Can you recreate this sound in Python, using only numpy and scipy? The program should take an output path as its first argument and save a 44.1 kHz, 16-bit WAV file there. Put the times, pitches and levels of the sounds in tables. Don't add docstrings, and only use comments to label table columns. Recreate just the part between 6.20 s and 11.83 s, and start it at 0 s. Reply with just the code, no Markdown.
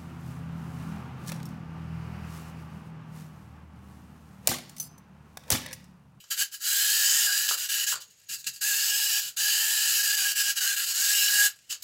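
import sys
import numpy as np
from scipy import signal
from scipy.fft import rfft, irfft
from scipy.io import wavfile
from scipy.ndimage import uniform_filter1d

SR = 44100
rng = np.random.default_rng(int(sys.argv[2]) if len(sys.argv) > 2 else 0)


def transcribe(signal):
    frames = np.atleast_2d(signal).T
    limited = np.clip(frames, -1, 1)
    pcm = np.round(limited * 32767).astype(np.int16)
    wavfile.write(sys.argv[1], SR, pcm)


N = 248283
TIME = np.arange(N) / SR

# start in seconds, length in seconds,
# rise in seconds, relative level in dB, swell from start to end in dB, tooth rate it heads for in Hz,
# whine against the clatter in dB, lift of the low shell ring in dB, lift of the upper shell ring in dB.
RUNS = [(0.0, 0.056, 0.0049, -56, -13, 699.4, -13, -8, 5), (0.1, .04, 0.021, -24, -13, 752.5, -11, 0, 0),
        (0.144, 0.081, 0.058, -23.5, 5, 907, -11, 0.5, 1),
        (0.306, .046, 0.041, -34, -1.5, 694, -32, -0.5, -1.5),
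        (0.382, .686, 0.11, -21.5, -1.5, 934.2, -19.5, -0.5, -1.5),
        (1.054, 0.064, 0.0095, -26.5, -1, 771.6, -5, 0, -2.5),
        (1.109, 0.16, .014, -24.5, -4.5, 860, -18, 0.5, -2),
        (1.274, 0.07, .008, -25.5, -0.5, 794, -22, -1.5, -0.5),
        (1.363, 0.096, 0.022, -29.5, -1, 739, -21, 0, -0.5),
        (1.482, 0.16, 0.013, -26.5, -3, 940, -31, 0.5, 1),
        (1.657, 0.073, 0.023, -26, -1.5, 824.6, -25, -0.5, 0),
        (1.798, 0.024, 0.0099, -44, 4, 656, -25, -8, 0.5),
        (2.081, 0.067, .02, -32.5, 3, 698, -30, -2.5, 0.5), (2.179, 0.026, .01, -43.5, 3, 645, -26, -6, -7),
        (2.262, .023, 0.011, -25.5, -10, 750, -32, -1, 1.5), (2.322, .052, .025, -43, -6, 700, -28, -6, -5),
        (2.405, 0.27, .014, -25, 0, 857.6, -12, -1, -1.5),
        (2.646, 0.23, .012, -25.5, 0.5, 861.5, -9, -6.5, 1.5),
        (2.877, 0.12, .014, -25, 1.5, 862, -6.5, -5, 3),
        (3.012, 0.077, 0.0085, -32.5, -2, 719.5, -9, -5.5, 0),
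        (3.161, 0.51, .014, -24.5, -0.5, 877.3, -7.5, -2.5, 0),
        (3.666, 0.15, .008, -23, -0.5, 868.7, -21, -1.5, -0.5),
        (3.821, 0.13, 0.016, -25, -1, 839, -8, 0, 0.5), (3.959, .162, .018, -25, -1, 796, -9, -2.5, 1.5),
        (4.139, 0.077, 0.029, -23.5, 5.5, 902, -22, 0, 2.5),
        (4.224, 0.085, 0.011, -26.5, 4.5, 777.4, -4, -1.5, 2.5),
        (4.346, .041, .034, -23.5, -3, 797.5, -8, -1, 2), (4.396, 0.15, 0.021, -25, -5, 784, -6.5, 2, 0),
        (4.553, 0.093, 0.017, -27, 1.5, 690.5, -13.5, 2.5, -1),
        (4.644, 0.081, .03, -27, 2, 644, -7.5, -6, -2),
        (4.715, 0.22, 0.044, -22.5, 1.5, 827.7, -14.5, -1.5, -3.5),
        (4.94, 0.15, .012, -23, -1.5, 816.6, -9, -3.5, 2.5),
        (5.074, 0.19, 0.0092, -21.5, 3.5, 825.3, -12.5, 0, -3.5),
        (5.488, 0.031, 0.024, -30, 3, 693, -19, -4, 1.5),
        (5.62, 0.021, 0.0077, -32.5, 4, 694, -15, -10, -5)]
# time in seconds, depth as a share of the speed.
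SWAY = [(0, 0.016), (2.3, 0.021), (2.5, 0.038), (3.7, 0.034), (4.5, .04), (5.0, .015), (5.63, 0.014)]
# frequency in Hz, relative level in dB.
SHELL = [(60, -66), (250, -58), (550, -56.5), (750, -33.5), (1100, -30), (1350, -22.5), (2200, -21.5),
         (3500, -17), (5500, -14.5), (7000, -10), (9300, -15), (11000, -10), (15600, -13.5)]
# frequency in Hz, width in Hz, lift in dB.
SHELL_MODES = [(1395, 130, 6), (1638, 154, 17.5), (1837, 212, 8), (2742, 850, 8.5), (4057, 690, 8),
               (4510, 32, 9.5), (4800, 290, 9), (5360, 1080, 5.5), (6390, 150, 5), (6880, 540, 5),
               (7770, 1080, 7), (10560, 140, 2.5), (12100, 130, 8), (14560, 250, 7)]
# time in seconds, frequency in Hz.
SHIFTING_RING = [(0, 3030), (.75, 3040), (1.2, 2931), (1.35, 2890), (1.6, 2970), (1.8, 2975), (2.15, 2762),
                 (2.5, 2738), (2.75, 2931), (3.4, 2988), (3.7, 2969), (4.2, 2902), (5.05, 2873),
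                 (5.63, 2986)]
# frequency in Hz, share of the lift.
LOW_ZONE = [(1000, 0), (1400, 1), (2000, 1), (2300, 0)]
UPPER_ZONE = [(2100, 0), (2500, 1), (3200, 1), (3700, 0)]
# frequency in Hz, relative level in dB.
FLOOR = [(20, -22), (60, 0), (100, 4), (140, 3), (250, -8), (500, -6), (1000, -12), (1600, -5), (3000, -4),
         (6200, -3), (6750, -2.5), (7400, -2), (10000, -15), (16000, -21)]
# frequency in Hz, time to fall by 60 dB in seconds.
ROOM = [(300, 0.33), (1500, 0.19), (4000, 0.18), (9000, 0.13), (16000, 0.11)]
# start in seconds, relative peak level in dB.
KNOCKS = [(0.04, -56), (0.34, -63), (1.289, -34.5), (1.311, -24.5), (1.726, -27.5), (1.74, -32.5),
          (1.757, -35), (1.784, -77), (5.282, -47), (5.524, -42)]
# frequency in Hz, relative level in dB, time to fall by 60 dB in seconds.
KNOCK_MODES = [(300, -17, 0.029), (400, -13, 0.042), (550, -11, 0.088), (694, -4, 0.021), (930, -20, 0.046),
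               (1054, 3.5, 0.027), (1205, 12, 0.014), (1414, 14.5, 0.022), (1910, -12, .01)]
# start in seconds, relative peak level in dB.
CLACKS = [(0.0408, -27), (0.134, -29), (1.2898, 3), (1.398, -24), (1.7556, -7.5), (1.8185, -24),
          (1.944, -47), (2.0155, -31.5), (2.096, -15), (2.2432, -10.5), (2.2714, -3), (2.361, -17.5),
          (5.389, -28), (5.3946, -49), (5.415, -45), (5.5023, -23), (5.5256, -6)]
# time in seconds, level in dB.
THIN_RING = [(1.7, -80), (1.87, -60), (2.03, -72), (2.12, -54), (2.2, -56), (2.4, -60), (2.6, -78)]
# start in seconds, relative peak level in dB.
THUDS = [(1.727, -59), (1.884, -65), (2.1, -56), (2.133, -62), (2.263, -54), (3.049, -61), (3.101, -70),
         (3.663, -57), (4.65, -70), (5.271, -77), (5.489, -65)]
# frequency in Hz, relative level in dB, time to fall by 60 dB in seconds.
THUD_MODES = [(86, -17, .08), (135.5, -6, 0.098), (202, -1, 0.043), (267, -7, 0.04), (430, -9, 0.047)]

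EDGE_HZ = 15850
STALL_HZ, BRAKE_S = 597.7, .05
SPIN_UP_RISES = 2.2
COAST_DB_PER_S = 480
LOUD_DB_PER_OCTAVE = 11
HELD_DB, CREEP_DB = -65, 5


def amp(db):
    return 10 ** (np.asarray(db) / 20)


def unit(x):
    return x / np.sqrt(np.mean(x ** 2) + 1e-20)


def curve(rows):
    return np.interp(TIME, *np.transpose(rows))


def read(points, hz):
    f, value = np.transpose(points)
    return np.interp(np.log(hz + 1), np.log(f + 1), value)


def per_run(column, t):
    runs = np.asarray(RUNS)
    starts, ends = runs[:, 0], runs[:, 0] + runs[:, 1]
    edges = np.maximum.accumulate(np.ravel([starts, ends], "F"))
    return np.interp(t, edges, np.repeat(column, 2))


def add(mix, s, sound):
    part = mix[max(round(s * SR), 0):][:len(sound)]
    part += sound[:len(part)]


def wander(hz):
    f = np.fft.rfftfreq(N, 1 / SR)
    return unit(irfft(rfft(rng.standard_normal(N)) / (1 + (f / hz) ** 4), N))


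def band(x, low_hz, high_hz):
    sos = signal.butter(2, [low_hz, high_hz], "band", fs=SR, output="sos")
    return signal.sosfiltfilt(sos, x)


def motion():
    speed = np.full(N, float(STALL_HZ))
    gain = amp(HELD_DB + CREEP_DB * wander(40))
    for start, length, rise, level_db, swell_db, top_hz, *_ in RUNS:
        i = int(np.clip(round(start * SR), 0, N - 1))
        t = TIME[i:] - TIME[i]
        braked = np.maximum(t - length, 0)
        free = top_hz + (speed[i] - top_hz) * np.exp(-t / (SPIN_UP_RISES * rise))
        speed[i:] = STALL_HZ + (free - STALL_HZ) * np.exp(-braked / BRAKE_S)
        db = level_db + swell_db * (np.minimum(t / length, 1) - .5)
        db = db - COAST_DB_PER_S * braked
        db = db + LOUD_DB_PER_OCTAVE * np.log2(speed[i:] / top_hz)
        fade_in = np.sin(np.pi / 2 * np.minimum(t / rise, 1)) ** 2
        gain[i:] = np.maximum(gain[i:], fade_in * amp(db))
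    return speed, gain


def gears(speed, whine_db, sway_hz=9.35, free_hz=830):
    sway = np.sin(2 * np.pi * sway_hz * (TIME - 3.295))
    unsteady = .016 + .2 * np.maximum(1 - speed / free_hz, 0)
    rate = speed * (1 + curve(SWAY) * sway + unsteady * wander(70))
    teeth = np.cumsum(rate) / SR

    landed = np.maximum.accumulate(np.floor(teeth + .055 * wander(400)))
    uneven_db = 3 * np.clip(rng.standard_normal(N), -2, 2)
    strikes = np.diff(landed, prepend=landed[0]) * amp(uneven_db)

    hits = (rng.random(N) < 7000 / SR) * rng.choice([-1, 1], N)
    rattle = hits * amp(2 * np.minimum(rng.exponential(1, N), 3))

    scrape = (0.46 + np.exp(-(teeth % 1) / 0.14)) * rng.standard_normal(N)

    turn = 2 * np.pi * teeth
    mesh = np.cos(turn) + amp(-2.5) * np.cos(2 * turn) + amp(-7) * np.cos(1.5 * turn)
    whine = amp(whine_db + 2.5 * wander(4.7)) * mesh * (1 + 0.48 * wander(85))

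    force = amp(-2) * unit(strikes - strikes.mean()) + unit(rattle) + amp(-1) * unit(scrape) + whine
    return unit(force * amp(0.2 * sway + 0.27 * wander(100)))


def shell_ring(size=4096):
    hz = abs(np.fft.fftfreq(size, 1 / SR))
    db = read(SHELL, hz)
    for f, width, lift in SHELL_MODES:
        db = db + lift / (1 + (2 * (hz - f) / width) ** 2)
    spectrum = np.exp(np.conj(signal.hilbert(np.log(amp(db)))))
    ring = np.fft.ifft(spectrum).real[:size // 2]
    return ring / np.linalg.norm(ring)


def radiate(x, low_db, upper_db, patchy_db=2.5, ring_db=11, ring_width_hz=260):
    hz, t, z = signal.stft(x, SR, nperseg=512, noverlap=384)
    db = np.outer(read(LOW_ZONE, hz), per_run(low_db, t))
    db = db + np.outer(read(UPPER_ZONE, hz), per_run(upper_db, t))
    ring_hz = np.interp(t, *np.transpose(SHIFTING_RING))
    db = db + ring_db / (1 + (2 * (hz[:, None] - ring_hz) / ring_width_hz) ** 2)
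    patches = uniform_filter1d(rng.standard_normal(z.shape), size=2, axis=0)
    patches = uniform_filter1d(patches, size=50, axis=1)
    db = db + patchy_db * unit(patches) * np.clip(hz / 4000, 0, 1)[:, None]
    return signal.istft(z * amp(db), SR, nperseg=512, noverlap=384)[1][:N]


def motor(ring):
    speed, gain = motion()
    *_, whine_db, low_db, upper_db = np.transpose(RUNS)
    force = gears(speed, per_run(whine_db, TIME))
    shaken = signal.oaconvolve(force, ring)[:N]
    return unit(radiate(shaken, low_db, upper_db)) * gain


def room(x, wet_db, gap=0.0046):
    size = SR // 2
    taps = rng.standard_normal(size) * (rng.random(size) < 4000 / SR)
    taps = taps * (np.arange(size) > gap * SR)
    hz, t, z = signal.stft(taps, SR, nperseg=256)
    fade = amp(-60 * t / read(ROOM, hz)[:, None])
    tail = signal.istft(z * fade, SR, nperseg=256)[1]
    wet = signal.oaconvolve(x, tail / np.linalg.norm(tail))[:N]
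    return (x + amp(wet_db) * wet) / np.sqrt(1 + amp(wet_db) ** 2)


def floor(level_db=-65):
    shape = amp(read(FLOOR, np.fft.rfftfreq(N, 1 / SR)))
    return amp(level_db) * unit(irfft(rfft(rng.standard_normal(N)) * shape, N))


def blows(events, modes, level_db, rise):
    out, t = np.zeros(N), np.arange(SR // 4) / SR
    for s, db in events:
        ring = np.zeros(len(t))
        for hz, mode_db, t60 in modes:
            share, phase = rng.standard_normal(2)
            ring += amp(mode_db + 2 * share - 60 * t / t60) * np.sin(2 * np.pi * hz * t + phase)
        ring *= 1 - np.exp(-t / rise)
        add(out, s, amp(db + level_db) * ring / abs(ring).max())
    return out


def knocks():
    return band(blows(KNOCKS, KNOCK_MODES, level_db=4, rise=0.00015), 296, 8000)


def clacks(ring, level_db=-10.5, decay=0.004):
    out, t = np.zeros(N), np.arange(SR // 50) / SR
    for s, db in CLACKS:
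        burst = rng.standard_normal(len(t)) * np.exp(-t / decay)
        click = signal.fftconvolve(burst, ring)
        add(out, s, amp(db + level_db) * click / abs(click).max())
    return band(out, 1400, 10300)


def thin_ring(hz=6750, width_hz=200):
    tone = wander(width_hz) * np.cos(2 * np.pi * hz * TIME)
    return amp(curve(THIN_RING)) * unit(tone)


def thuds():
    return band(blows(THUDS, THUD_MODES, level_db=0.5, rise=0.0045), 55, 2000)


def scene():
    ring = shell_ring()
    whirr = room(motor(ring), wet_db=-11.5)
    clicks = room(clacks(ring), wet_db=-3)
    bumps = room(knocks() + thuds(), wet_db=-5.5)
    mono = whirr + clicks + bumps + thin_ring() + floor()
    return np.array([mono, mono])


def record(dry):
    low_pass = signal.firwin(511, EDGE_HZ, window=("kaiser", 8), fs=SR)
    return signal.oaconvolve(dry, low_pass[None], "same")


dry = scene()
out = record(dry)
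transcribe(out)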